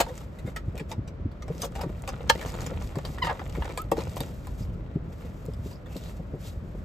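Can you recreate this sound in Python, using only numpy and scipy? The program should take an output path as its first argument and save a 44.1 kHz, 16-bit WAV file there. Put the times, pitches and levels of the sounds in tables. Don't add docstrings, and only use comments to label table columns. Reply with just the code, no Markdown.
import sys
import numpy as np
from scipy import signal
from scipy.fft import rfft, irfft, next_fast_len
from scipy.io import wavfile
from scipy.ndimage import map_coordinates

SR = 44100
rng = np.random.default_rng(int(sys.argv[2]) if len(sys.argv) > 2 else 0)


def to_wav(sig):
    pcm = np.clip(np.atleast_2d(sig), -1, 1) * 32767
    pcm = np.round(pcm).astype(np.int16)
    wavfile.write(sys.argv[1], SR, pcm.T)


N = 301677
TOP_HZ = 15900
PRE_ROLL_S, PRE_ROLL = 1 / 500, SR // 500


def amp(db):
    return 10 ** (np.asarray(db) / 20)


def unit(x):
    return x / np.sqrt(np.mean(x ** 2) + 1e-20)


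def unit_hit(x):
    return x * np.sqrt(.02 * SR / (np.sum(x ** 2) + 1e-20))


def curve_at(points, hz):
    f, value = np.transpose(points)
    return np.interp(np.log(hz + 1), np.log(f + 1), value)


def eq(x, points):
    return irfft(rfft(x) * amp(curve_at(points, np.fft.rfftfreq(len(x), 1 / SR))), len(x))


def wander(count, per_s):
    knots = rng.standard_normal(count // 20 + 4)
    position = np.arange(count) / (SR / per_s)
    return map_coordinates(knots, [position], order=1, mode="wrap") * np.sqrt(3 / 2)


def add(mix, s, sound):
    start = round(s * SR)
    part = mix[max(start, 0):][:len(sound) + min(start, 0)]
    part += sound[max(-start, 0):][:len(part)]


# frequency in Hz, gain in dB.
CABIN_EQ = [(15, -37), (30, -10), (43, 1.5), (55, 4.5), (75, 1), (110, -3), (145, -5), (172, -5.5),
            (210, -11.5), (400, -21.5), (600, -20.5), (760, -31.5), (1300, -33), (1550, -37), (2100, -41),
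            (3000, -47.5), (6000, -59), (15000, -100.5)]
# time in seconds, bass gain in dB.
ROAD_SWELL = [(0, -4), (1.6, -2), (2.4, 0.5), (4.3, -0.5), (4.65, 2), (5.149, -2), (5.8, -3), (6.831, -2)]
def cabin():
    hz = np.fft.rfftfreq(N, 1 / SR)
    bass = 1 / (1 + (hz / 260) ** 4)
    swell = amp(np.interp(np.arange(N) / SR, *np.transpose(ROAD_SWELL)) + 1.7 * wander(N, 14))
    spectra = rfft(np.array([unit(eq(rng.standard_normal(N), CABIN_EQ)) for _ in range(2)]))
    spectra[1] *= amp(curve_at([(60, -20.5), (300, -8), (1000, -1)], hz))
    mid, side = irfft(spectra * bass, N) * swell + irfft(spectra * (1 - bass), N)
    return amp(-36) * np.array([mid + side, mid - side])


def jolts(per_s=5, centre_hz=143.8, db=-45, spread_db=.5):
    slots = np.arange(0, N / SR, .05)
    chance, pitch, size = rng.random((len(slots), 3)).T
    rows = np.c_[slots, centre_hz * 2 ** (pitch - .5), db + spread_db * (2 * size - 1)]
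    return list(rows[chance < per_s * slots[1]])


# time in seconds, pitch in Hz, relative level in dB.
THUDS = [(0.452, 112, -34), (0.482, 179, -40), (0.684, 95, -30), (0.815, 149.5, -37.5), (0.987, 106.7, -30),
         (1.258, 102.6, -29), (1.507, 155.5, -33.5), (1.842, 172, -39), (1.864, 141, -34),
         (2.461, 108, -33.5), (2.722, 200, -39), (2.973, 143, -32), (3.243, 167, -38), (3.581, 159, -34.5),
         (3.611, 61.6, -31), (3.923, 167, -34.5), (4.089, 75, -36), (4.209, 140, -34.5), (4.609, 96, -35),
         (4.961, 145.5, -29.5), (5.083, 124, -41.5), (5.488, 152, -36.5), (5.597, 91, -33.5),
         (5.659, 167, -40), (5.962, 185, -40), (6.341, 148, -36.5), (6.577, 71, -33.5)]
def bumps():
    out = np.zeros(N)
    t = np.arange(SR // 7) / SR
    rise_s, knock_rise_s = .0048, .0037
    for s, hz, db in THUDS + jolts():
        heave = (t / rise_s) ** 2 * np.exp(-t / rise_s) * np.cos(2 * np.pi * hz * (t - 2 * rise_s))
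        puff = rng.standard_normal(len(t)) * (t / knock_rise_s) ** 2 * np.exp(-t / knock_rise_s)
        knock = signal.sosfilt(signal.butter(3, [1.26 * hz, 3 * hz], "band", fs=SR, output="sos"), puff)
        knock_db = -7.5 + 7.5 * np.log2(hz / 100)
        add(out, s - 2 * rise_s, amp(db) * (unit_hit(heave) + amp(knock_db) * unit_hit(knock)))
    return out * amp(3)


# frequency in Hz, gain in dB.
SEAT_EQ = [(1500, 2), (5000, 3), (12000, -12)]
def reflections(x, t60, wet_db):
    t = np.arange(SR // 6) / SR
    taps = rng.standard_normal((2, len(t))) * (rng.random((2, len(t))) < 2500 / SR)
    taps *= (t > .002) * amp(-60 * t / t60)
    taps /= np.linalg.norm(taps, axis=1, keepdims=True)
    return amp(wet_db) * signal.oaconvolve(eq(x, SEAT_EQ)[None], taps, axes=1)[:, :N]


# frequency in Hz, relative scatter of the left-right phase.
PHASE_SPREAD = [(300, .1), (750, .7), (1400, 1.0), (2200, .6), (5300, .75), (7000, .25)]
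def near_field(x):
    size = next_fast_len(N + SR // 4)
    hz = np.fft.rfftfreq(size, 1 / SR)
    scatter = np.interp(hz / 190, np.arange(130), rng.uniform(-1.7, 1.7, 130))
    lead = curve_at(PHASE_SPREAD, hz) * scatter * np.sqrt(3 / 2)
    return irfft(rfft(x, size) * np.exp(1j * np.array([[.5], [-.5]]) * lead), size)[:, :N]


# time in seconds, scrape level in dB, swish level in dB.
GRIP = [(0, -59, -68), (.95, -68.5, -74), (1.25, -73, -86.5), (1.5, -57.5, -68), (2.0, -51.5, -64.5),
        (2.27, -45, -65), (2.36, -41.5, -53), (2.9, -50.5, -64), (3.68, -45, -59.5), (3.88, -53.5, -69),
        (4.5, -61, -60.5), (4.9, -59, -76.5), (6.83, -68, -67.5)]
# start in seconds, length in seconds,
# share of the length at which it is fastest, peak scrape in dB, peak swish in dB.
HAND_STROKES = [(0, .023, 0.14, -21.5, -26.5), (.03, 0.14, .4, -53, -57.5), (0.122, 0.17, .3, -53, -57.5),
                (.44, 0.098, 0.59, -54, -59.5), (0.743, 0.062, 0.39, -48.5, -58),
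                (0.885, 0.057, .55, -50, -51), (1.502, 0.18, 0.68, -50.5, -53.5),
                (1.72, 0.13, 0.64, -46.5, -56), (2.44, 0.1, 0.4, -52, -49), (2.587, 0.1, 0.4, -46.5, -52.5),
                (2.694, 0.12, 0.53, -46, -70), (2.782, .16, 0.39, -66, -56), (3.025, 0.15, 0.6, -62, -53.5),
                (3.208, 0.1, 0.34, -45, -51), (3.457, 0.37, 0.27, -59, -60),
                (3.744, 0.091, 0.47, -56.5, -53.5), (3.938, 0.19, 0.28, -43, -53.5),
                (4.027, 0.33, 0.54, -48, -53.5), (4.155, 0.042, 0.4, -48, -47),
                (4.304, 0.13, 0.58, -66, -60), (4.56, 0.11, 0.58, -76, -55.5),
                (5.028, 0.75, 0.25, -60, -62.5), (5.611, 0.18, 0.3, -71, -55.5),
                (5.866, 0.38, 0.29, -55, -54.5), (6.378, 0.18, 0.46, -56.5, -51)]
def hand_contact():
    s, *grip_db = np.transpose(GRIP)
    power = amp([np.interp(np.arange(N) / SR, s, db) for db in grip_db]) ** 2
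    for start, length, peak, scrape_db, swish_db in HAND_STROKES:
        progress = np.arange(0, length, 1 / SR) / length
        ramp = np.interp(progress, [0, np.clip(peak, .05, .95), 1], [0, 1, 0])
        speed = np.sin(np.pi / 2 * ramp) ** 1.29
        add(power[0], start, (amp(scrape_db) * speed) ** 2)
        add(power[1], start, (amp(swish_db) * speed) ** 2)
    return 10 * np.log10(power)


def friction(per_s, spread_db, smooth_db):
    size = amp(spread_db * np.minimum(rng.exponential(1, N), 4)) * rng.choice([-1, 1], N)
    catches = unit(size * (rng.random(N) < per_s / SR))
    return unit(catches + amp(smooth_db) * rng.standard_normal(N))


# frequency in Hz, gain in dB.
SCRAPE_EQ = [(200, -8), (450, 3.5), (800, -1.5), (1300, -7.5), (2400, -13), (4000, -21), (8000, -75)]
SWISH_EQ = [(1000, -13), (2500, -1.5), (3500, -1.5), (7000, -3), (9000, -7.5), (12000, -3.5), (15500, -6)]
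def rubbing(scrape_db, swish_db):
    t = np.arange(SR // 40) / SR
    catch_power = friction(per_s=230, spread_db=4, smooth_db=-7) ** 2
    rattle = np.sqrt(abs(signal.oaconvolve(catch_power, amp(-120 * t / .012))[:N]))
    scrape = unit(eq(rattle * rng.standard_normal(N), SCRAPE_EQ))
    swish = unit(eq(friction(per_s=1100, spread_db=0, smooth_db=6), SWISH_EQ))
    pressure_db = 2.08 * wander(N, 70)
    return scrape * amp(scrape_db + pressure_db) + swish * amp(swish_db + pressure_db)


# frequency in Hz, gain in dB.
GRIT_EQ = [(800, -9), (2000, 2), (4500, 0), (7500, -2), (15000, -17)]
def grit(scrape_db, swish_db):
    per_s = np.interp(scrape_db, [-57, -50], [0, 90])
    ticks = amp(3.5 * np.minimum(rng.exponential(1, N), 3)) * (rng.random(N) < per_s / SR)
    decay = amp(-60 * np.arange(SR // 100) / SR / .005)
    bursts = signal.oaconvolve(ticks, decay)[:N] * rng.standard_normal(N)
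    return unit(eq(bursts, GRIT_EQ)) * amp(np.minimum(swish_db, -50) - 5)


def stutter_db(count):
    return 4 * wander(count, per_s=170)


# start in seconds, length in seconds,
# opening pitch in Hz, closing pitch in Hz, resonance width in Hz, level in dB.
SKID_SWEEPS = [(4.612, .04, 4500, 5600, 900, -60), (5.7, 0.082, 4600, 5140, 550, -57.5),
               (5.881, 0.12, 2720, 2600, 260, -60), (5.985, 0.12, 3100, 4360, 1200, -57.5),
               (6.432, 0.083, 3300, 4200, 1300, -56)]
def skids():
    out = np.zeros(N)
    catches = friction(per_s=700, spread_db=10.5, smooth_db=0)
    for start, length, from_hz, to_hz, width_hz, db in SKID_SWEEPS:
        progress = np.arange(0, length, 1 / SR) / length
        sweep = np.exp(2j * np.pi * np.cumsum(from_hz + (to_hz - from_hz) * progress) / SR)
        pole = np.exp(-np.pi * width_hz / SR)
        drive = catches[round(start * SR):][:len(sweep)]
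        ring = sweep * signal.lfilter([1], np.poly([pole, pole]), drive / sweep)
        skid = unit(ring.real * amp(stutter_db(len(ring))))
        add(out, start, amp(db) * np.sin(np.pi * progress) * skid)
    return out


# time in seconds, level in dB.
EDGE_TICKS = [(2.022, -52), (2.429, -53), (2.618, -53), (2.6647, -49), (2.67, -52), (2.984, -57),
              (3.051, -60), (3.478, -56), (3.8189, -45.5), (4.018, -57), (4.162, -49), (4.18, -43.5),
              (4.206, -40.5), (4.471, -50.5), (5.455, -57), (5.463, -53)]
# frequency in Hz, gain in dB.
EDGE_EQ = [(500, -23), (3000, -8), (7500, 0), (15000, 6)]
def edge_flicks(t60=.002):
    out = np.zeros(N)
    t = np.arange(SR // 50) / SR
    for s, db in EDGE_TICKS:
        crack = rng.standard_normal(len(t)) * amp(-60 * t / t60)
        add(out, s - PRE_ROLL_S, amp(db) * unit_hit(eq(np.pad(crack, (PRE_ROLL, 0)), EDGE_EQ)))
    return out


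# pitch in Hz, relative level in dB, t60 in seconds before damping.
LID_MODES = [(484, -3, .06), (568, -7, .11), (800, -3, .051), (905, 4.5, .076), (1095, -1, .051),
             (1230, -2, .065), (1385, -6, .06), (1645, 6, .046), (1795, 0, .07), (2110, -1, .051),
             (2735, 4, .032), (2895, 0, .04), (3115, -2, .033), (4215, -3, .045), (4760, -6, .045),
             (5800, -8, .039)]
def lid_ring(detune, scatter_db, sheet_db, sheet_t60, damping):
    t = np.arange(SR // 8) / SR
    hz, db, t60 = np.transpose(LID_MODES)[:, :, None]
    shift, weight = rng.standard_normal((2, len(LID_MODES), 1))
    decays = amp(db + scatter_db * weight - 60 * damping * t / t60)
    modes = decays * np.sin(2 * np.pi * hz * (1 + detune * shift) * t)
    modes[::2] *= -1
    sheet = rng.standard_normal(len(t)) * amp(-60 * t / sheet_t60)
    return unit_hit(modes.sum(0)) + amp(sheet_db) * unit_hit(sheet)


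# time in seconds, slip rate in Hz, level in dB,
# roughness from 0 to 1, overtone roll-off as the drop to the second harmonic in dB.
SQUEAK_CURVES = [
    [(.088, 600, -52, .05, 8), (.113, 505, -39, .05, 14), (.135, 510, -54, 0, 21)],
    [(1.612, 6100, -54, .1, 16), (1.62, 6200, -40, .12, 13), (1.64, 6100, -45, .2, 7),
     (1.668, 6300, -52, .25, 5)],
    [(1.63, 560, -42, .5, 6), (1.66, 540, -34, .2, 13), (1.68, 510, -50, .1, 20)],
    [(3.217, 1120, -48, .01, 16), (3.222, 1035, -29, .01, 4), (3.228, 1000, -20, .03, 3.8),
     (3.233, 960, -29, .1, 2.5), (3.242, 920, -39, .15, 1)],
    [(3.243, 975, -37, .2, 1), (3.264, 965, -37, .25, 1.5), (3.27, 970, -30, .2, 3),
     (3.281, 940, -30, .4, 5), (3.3, 940, -29, .45, 4), (3.32, 620, -33, .6, 4.5),
     (3.337, 480, -44, .2, 10)],
    [(3.781, 1200, -41, .02, 26), (3.793, 1230, -37, .01, 26), (3.802, 1260, -34, .01, 26),
     (3.812, 1310, -39, .01, 28), (3.823, 1330, -48, .02, 30)],
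]
def squeaks():
    out = np.zeros(N)
    harmonic = np.arange(1, 6)[:, None]
    for rows in SQUEAK_CURVES:
        s, *columns = np.transpose(rows)
        t = np.arange(s[0], s[-1], 1 / SR)
        hz, db, rough, loss_db = (np.interp(t, s, c) for c in columns)
        jitter_hz = (150 + .16 * hz) * rough * wander(len(t), 913)
        cycles = np.cumsum(hz + jitter_hz) / SR
        gains = amp(-loss_db * (harmonic - 1) ** 1.2) * (harmonic * hz < TOP_HZ)
        tone = (gains * np.sin(2 * np.pi * harmonic * cycles)).sum(0) / np.sqrt((gains ** 2).sum(0) / 2)
        body = lid_ring(detune=.06, scatter_db=-12, sheet_db=-3, sheet_t60=.0204, damping=4.6)
        rattle = unit(signal.fftconvolve(tone, body)[:len(t)])
        envelope = amp(db + rough * stutter_db(len(t))) * signal.windows.tukey(len(t), .08)
        add(out, s[0], envelope * (np.sqrt(1 - rough) * tone + np.sqrt(rough) * rattle))
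    return out


def slips(length, per_s, rise, spread_db):
    progress = np.arange(max(round(length * SR), 8)) / SR / length
    count = len(progress)
    chance, size = rng.random(SR // 20)[:count], rng.standard_normal(SR // 20)[:count]
    burst = (chance < per_s / SR) * np.sign(size) * amp(spread_db * (abs(size) - .5))
    burst *= np.interp(progress, [0, rise, 1], [.3, 1, .35])
    burst[int(rise * count)] += 1.5
    return burst


BAND_EDGES = [400, 1300, 3500, 8000, 16000]
BAND_LOW, BAND_HIGH = np.array(BAND_EDGES[:-1]), np.array(BAND_EDGES[1:])
BAND_CENTRES = np.sqrt(BAND_LOW * BAND_HIGH)
def shape_bands(x, levels_db):
    hz, spectrum = np.fft.rfftfreq(len(x), 1 / SR), rfft(x)
    bands = [(hz >= low) & (hz < high) for low, high in zip(BAND_LOW, BAND_HIGH)]
    for _ in range(3):
        energy = np.array([np.sum(abs(spectrum[band]) ** 2) * 2 / len(x) for band in bands])
        gain_db = levels_db - 10 * np.log10(energy / (.02 * SR))
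        spectrum *= amp(curve_at(np.c_[BAND_CENTRES, gain_db], hz))
    return irfft(spectrum, len(x))


def click(drive, body, hz, levels_db, crack_db, panel_db, t60_at_1khz):
    t = np.arange(len(body)) / SR
    panel = np.sin(2 * np.pi * hz * t) * amp(-60 * t / t60_at_1khz * np.sqrt(hz / 1000))
    crack = rng.standard_normal(len(t)) * amp(-60 * t / .0034)
    hit = signal.fftconvolve(drive, body + amp(crack_db) * unit_hit(crack))[:len(t)]
    hit = signal.sosfilt(signal.butter(2, 380, "high", fs=SR, output="sos"), hit)
    hit = shape_bands(np.pad(hit, (PRE_ROLL, 0)), levels_db)
    ring = np.pad(unit_hit(signal.fftconvolve(drive, panel)[:len(t)]), (PRE_ROLL, 0))
    panel_band = np.clip(np.searchsorted(BAND_EDGES, hz) - 1, 0, 3)
    return shape_bands(hit + amp(levels_db[panel_band] + panel_db) * ring, levels_db)


# start in seconds, slip length in seconds, panel pitch in Hz,
# relative band level at 2 kHz in dB, tilt in dB per octave.
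RIM_TICKS = [(.001, 0.0093, 684, -25.5, -2), (0.064, 0.0065, 515, -49.5, -5.5),
             (0.088, 0.0088, 496, -51.5, -3), (0.384, 0.018, 1990, -56.5, 0),
             (0.459, 0.031, 2100, -51.5, -2), (0.56, 0.01, 1301, -40.5, -2),
             (0.776, 0.0067, 2440, -51, 0.5), (0.794, 0.012, 2350, -46.5, -3.5),
             (0.908, 0.028, 870, -50, -6.5), (0.915, .003, 3740, -44.5, -2.5),
             (1.074, 0.011, 5850, -54.5, -2), (1.314, .0045, 577, -60.5, -3),
             (1.421, 0.0076, 5850, -50, -4), (1.479, 0.0066, 610, -51, -4), (1.618, .0035, 6380, -44, 3),
             (1.625, 0.025, 6860, -40, -7.5), (1.641, 0.015, 527, -46, 2.5), (1.75, 0.016, 785, -44.5, -3),
             (1.785, 0.022, 790, -49.5, -7.5), (1.81, 0.0089, 724, -41, -1.5), (1.83, 0.014, 529, -47, -7),
             (2.075, 0.0052, 783, -40.5, -1.5), (2.089, 0.0043, 4900, -42.5, -2.4),
             (2.394, 0.00085, 2300, -52.5, -4), (2.413, 0.0015, 2280, -46, -1.5),
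             (2.427, 0.001, 1770, -48.5, -3), (2.46, 0.0011, 6400, -45.5, -5.5),
             (2.499, 0.0013, 5600, -57, -4), (2.54, 0.0015, 6800, -48.5, -5),
             (2.606, 0.0012, 6600, -46, -2.5), (2.664, 0.0017, 7070, -45, -1),
             (2.82, 0.004, 1000, -55, -4.5), (2.955, 0.0031, 705, -47.5, -2.5),
             (2.986, 0.0018, 6800, -48.5, -6), (3.05, 0.0039, 4700, -43.5, -2),
             (3.183, 0.002, 1920, -47, -4.5), (3.246, 0.0036, 1750, -41, -5.5),
             (3.27, 0.0015, 1224, -40, -5), (3.295, 0.0045, 1025, -42.5, -6.5),
             (3.311, 0.0036, 1050, -48.5, -8), (3.355, .001, 1104, -58, -4.5), (3.394, .002, 1975, -46, -6),
             (3.414, .002, 1800, -53.5, -9), (3.551, 0.0027, 2210, -48.5, -5),
             (3.622, 0.0011, 1710, -44, -6.5), (3.651, 0.0013, 1800, -49.5, -8),
             (3.706, 0.00075, 2310, -52, -6), (3.7752, .0015, 1034, -38, -1), (3.915, 0.0041, 1876, -44, 2),
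             (3.969, .002, 617, -46, -4), (3.988, 0.0017, 4240, -44.5, -6),
             (4.005, .001, 4070, -48.5, -4.5), (4.018, .001, 2450, -53, -7),
             (4.167, 0.0034, 583, -47, -6.5), (4.204, 0.0023, 3690, -43.5, -0.5),
             (4.47, 0.0028, 1004, -52.5, -3), (5.535, 0.0035, 4850, -63.5, 1), (5.71, 0.0067, 960, -64, -9),
             (5.857, .012, 3450, -59, -3), (5.965, 0.0043, 4100, -55.5, 2.5)]
# gain of one band in dB, low to high.
RIM_EQ = [-0.72, 0.9, -0.31, -0.95]
def rim_ticks():
    out = np.zeros(N)
    for s, length, hz, db, tilt_db in RIM_TICKS:
        sheet_t60 = .064 + 1.1 * length
        body = lid_ring(detune=.08, scatter_db=6.5, sheet_db=9.5, sheet_t60=sheet_t60, damping=1.7)
        drive = slips(length, per_s=1300, rise=.33, spread_db=3.5)
        panel_lift_db = 5 * ((hz >= BAND_LOW) & (hz < BAND_HIGH))
        levels_db = db + np.array(RIM_EQ) + tilt_db * np.log2(BAND_CENTRES / 2000) + panel_lift_db
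        tick = click(drive, body, hz, levels_db, crack_db=6.5, panel_db=-1.5, t60_at_1khz=.066)
        add(out, s - PRE_ROLL_S, tick)
    return out * amp(-3)


# pitch in Hz, relative level in dB, t60 in seconds.
TUB_MODES = [(324, -6.5, 0.034), (456, -4, .06), (564, -3.5, .085), (804, 0, 0.029), (954, -4.5, 0.03),
             (1133, -7.5, 0.037), (1860, -21, 0.034), (2660, -16, 0.04)]
# start in seconds, push length in seconds, level in dB.
LID_PUSHES = [(3.9173, 0.00035, -21), (3.932, 0.0015, -33), (3.978, 0.0028, -29), (4.207, 0.00097, -35.5)]
def lid_pops():
    out = np.zeros(N)
    t = np.arange(SR // 7) / SR
    hz, db, t60 = np.transpose(TUB_MODES)[:, :, None]
    modes = amp(db - 60 * t / t60) * np.sin(2 * np.pi * hz * t)
    modes[::2] *= -1
    for s, length, level_db in LID_PUSHES:
        push = np.sin(np.pi * np.minimum(t / length, 1)) ** 2
        add(out, s, amp(level_db) * unit_hit(signal.fftconvolve(push, modes.sum(0))[:len(t)]))
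    return out


# start in seconds, slip length in seconds, panel pitch in Hz,
# then the relative level in dB of each of the four bands.
LATCH_SNAP = [(2.2948, 0.00697, 2820, -19.5, -19.5, -25, -32.5)]
# frequency in Hz, gain in dB.
TEAR_EQ = [(400, -14), (1300, -10), (2800, 1.5), (7000, 3.5)]
def latch():
    out = np.zeros(N)
    s, length, hz, *levels_db = LATCH_SNAP[0]
    levels_db = np.array(levels_db)
    ring = lid_ring(detune=0, scatter_db=0, sheet_db=-10, sheet_t60=.05, damping=1.3)
    t = np.arange(len(ring)) / SR
    sheet = unit_hit(rng.standard_normal(len(t)) * amp(-60 * t / .025))
    drive = slips(length, per_s=4500, rise=.35, spread_db=2)
    tear = eq(click(drive, sheet, hz, levels_db, crack_db=-.5, panel_db=-5, t60_at_1khz=.023), TEAR_EQ)
    ring = np.pad(ring, (PRE_ROLL + round(.0038 * SR), 0))[:len(tear)]
    add(out, s - PRE_ROLL / SR, shape_bands(unit_hit(tear) + amp(2) * unit_hit(ring), levels_db))
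    return out * amp(1)


def scene():
    scrape_db, swish_db = hand_contact()
    layers = [latch(), squeaks(), rubbing(scrape_db, swish_db), grit(scrape_db, swish_db),
              skids(), rim_ticks(), lid_pops(), edge_flicks()]
    box = sum(near_field(layer) for layer in layers)
    return box + reflections(sum(layers), t60=.089, wet_db=-11) + cabin() + bumps()


# frequency in Hz, lead of the left in radians.
LEFT_LEAD = [(0, 0), (1250, .1), (1450, .9), (1650, 5.2), (1900, 6.3), (3000, 7.25), (4500, 6.4),
             (5400, 5.4), (6200, 6.05), (7400, 6.15), (9400, 3.25), (10600, 3.05), (12000, .1), (13800, 0),
             (15100, -3)]
# frequency in Hz, left over right in dB.
LEFT_GAIN = [(120, 0), (350, 2.5), (750, 2.5), (1400, -1.5), (3500, 1.8), (6200, 0)]
# frequency in Hz, gain in dB.
TREBLE_EQ = [(6500, 0), (8700, 4.5), (12000, -2.5)]
def record(dry):
    size = next_fast_len(N + SR // 4)
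    hz = np.fft.rfftfreq(size, 1 / SR)
    side = np.array([[.5], [-.5]])
    phase = side * np.interp(hz, *np.transpose(LEFT_LEAD))
    gain = amp(curve_at(TREBLE_EQ, hz) + side * curve_at(LEFT_GAIN, hz))
    ports = irfft(rfft(dry, size) * np.exp(1j * phase) * gain, size)[:, :N]
    high_cut = signal.firwin(255, TOP_HZ, window=("kaiser", 9), fs=SR)
    return signal.oaconvolve(ports, high_cut[None], "same")


dry = scene()
out = record(dry)
to_wav(out)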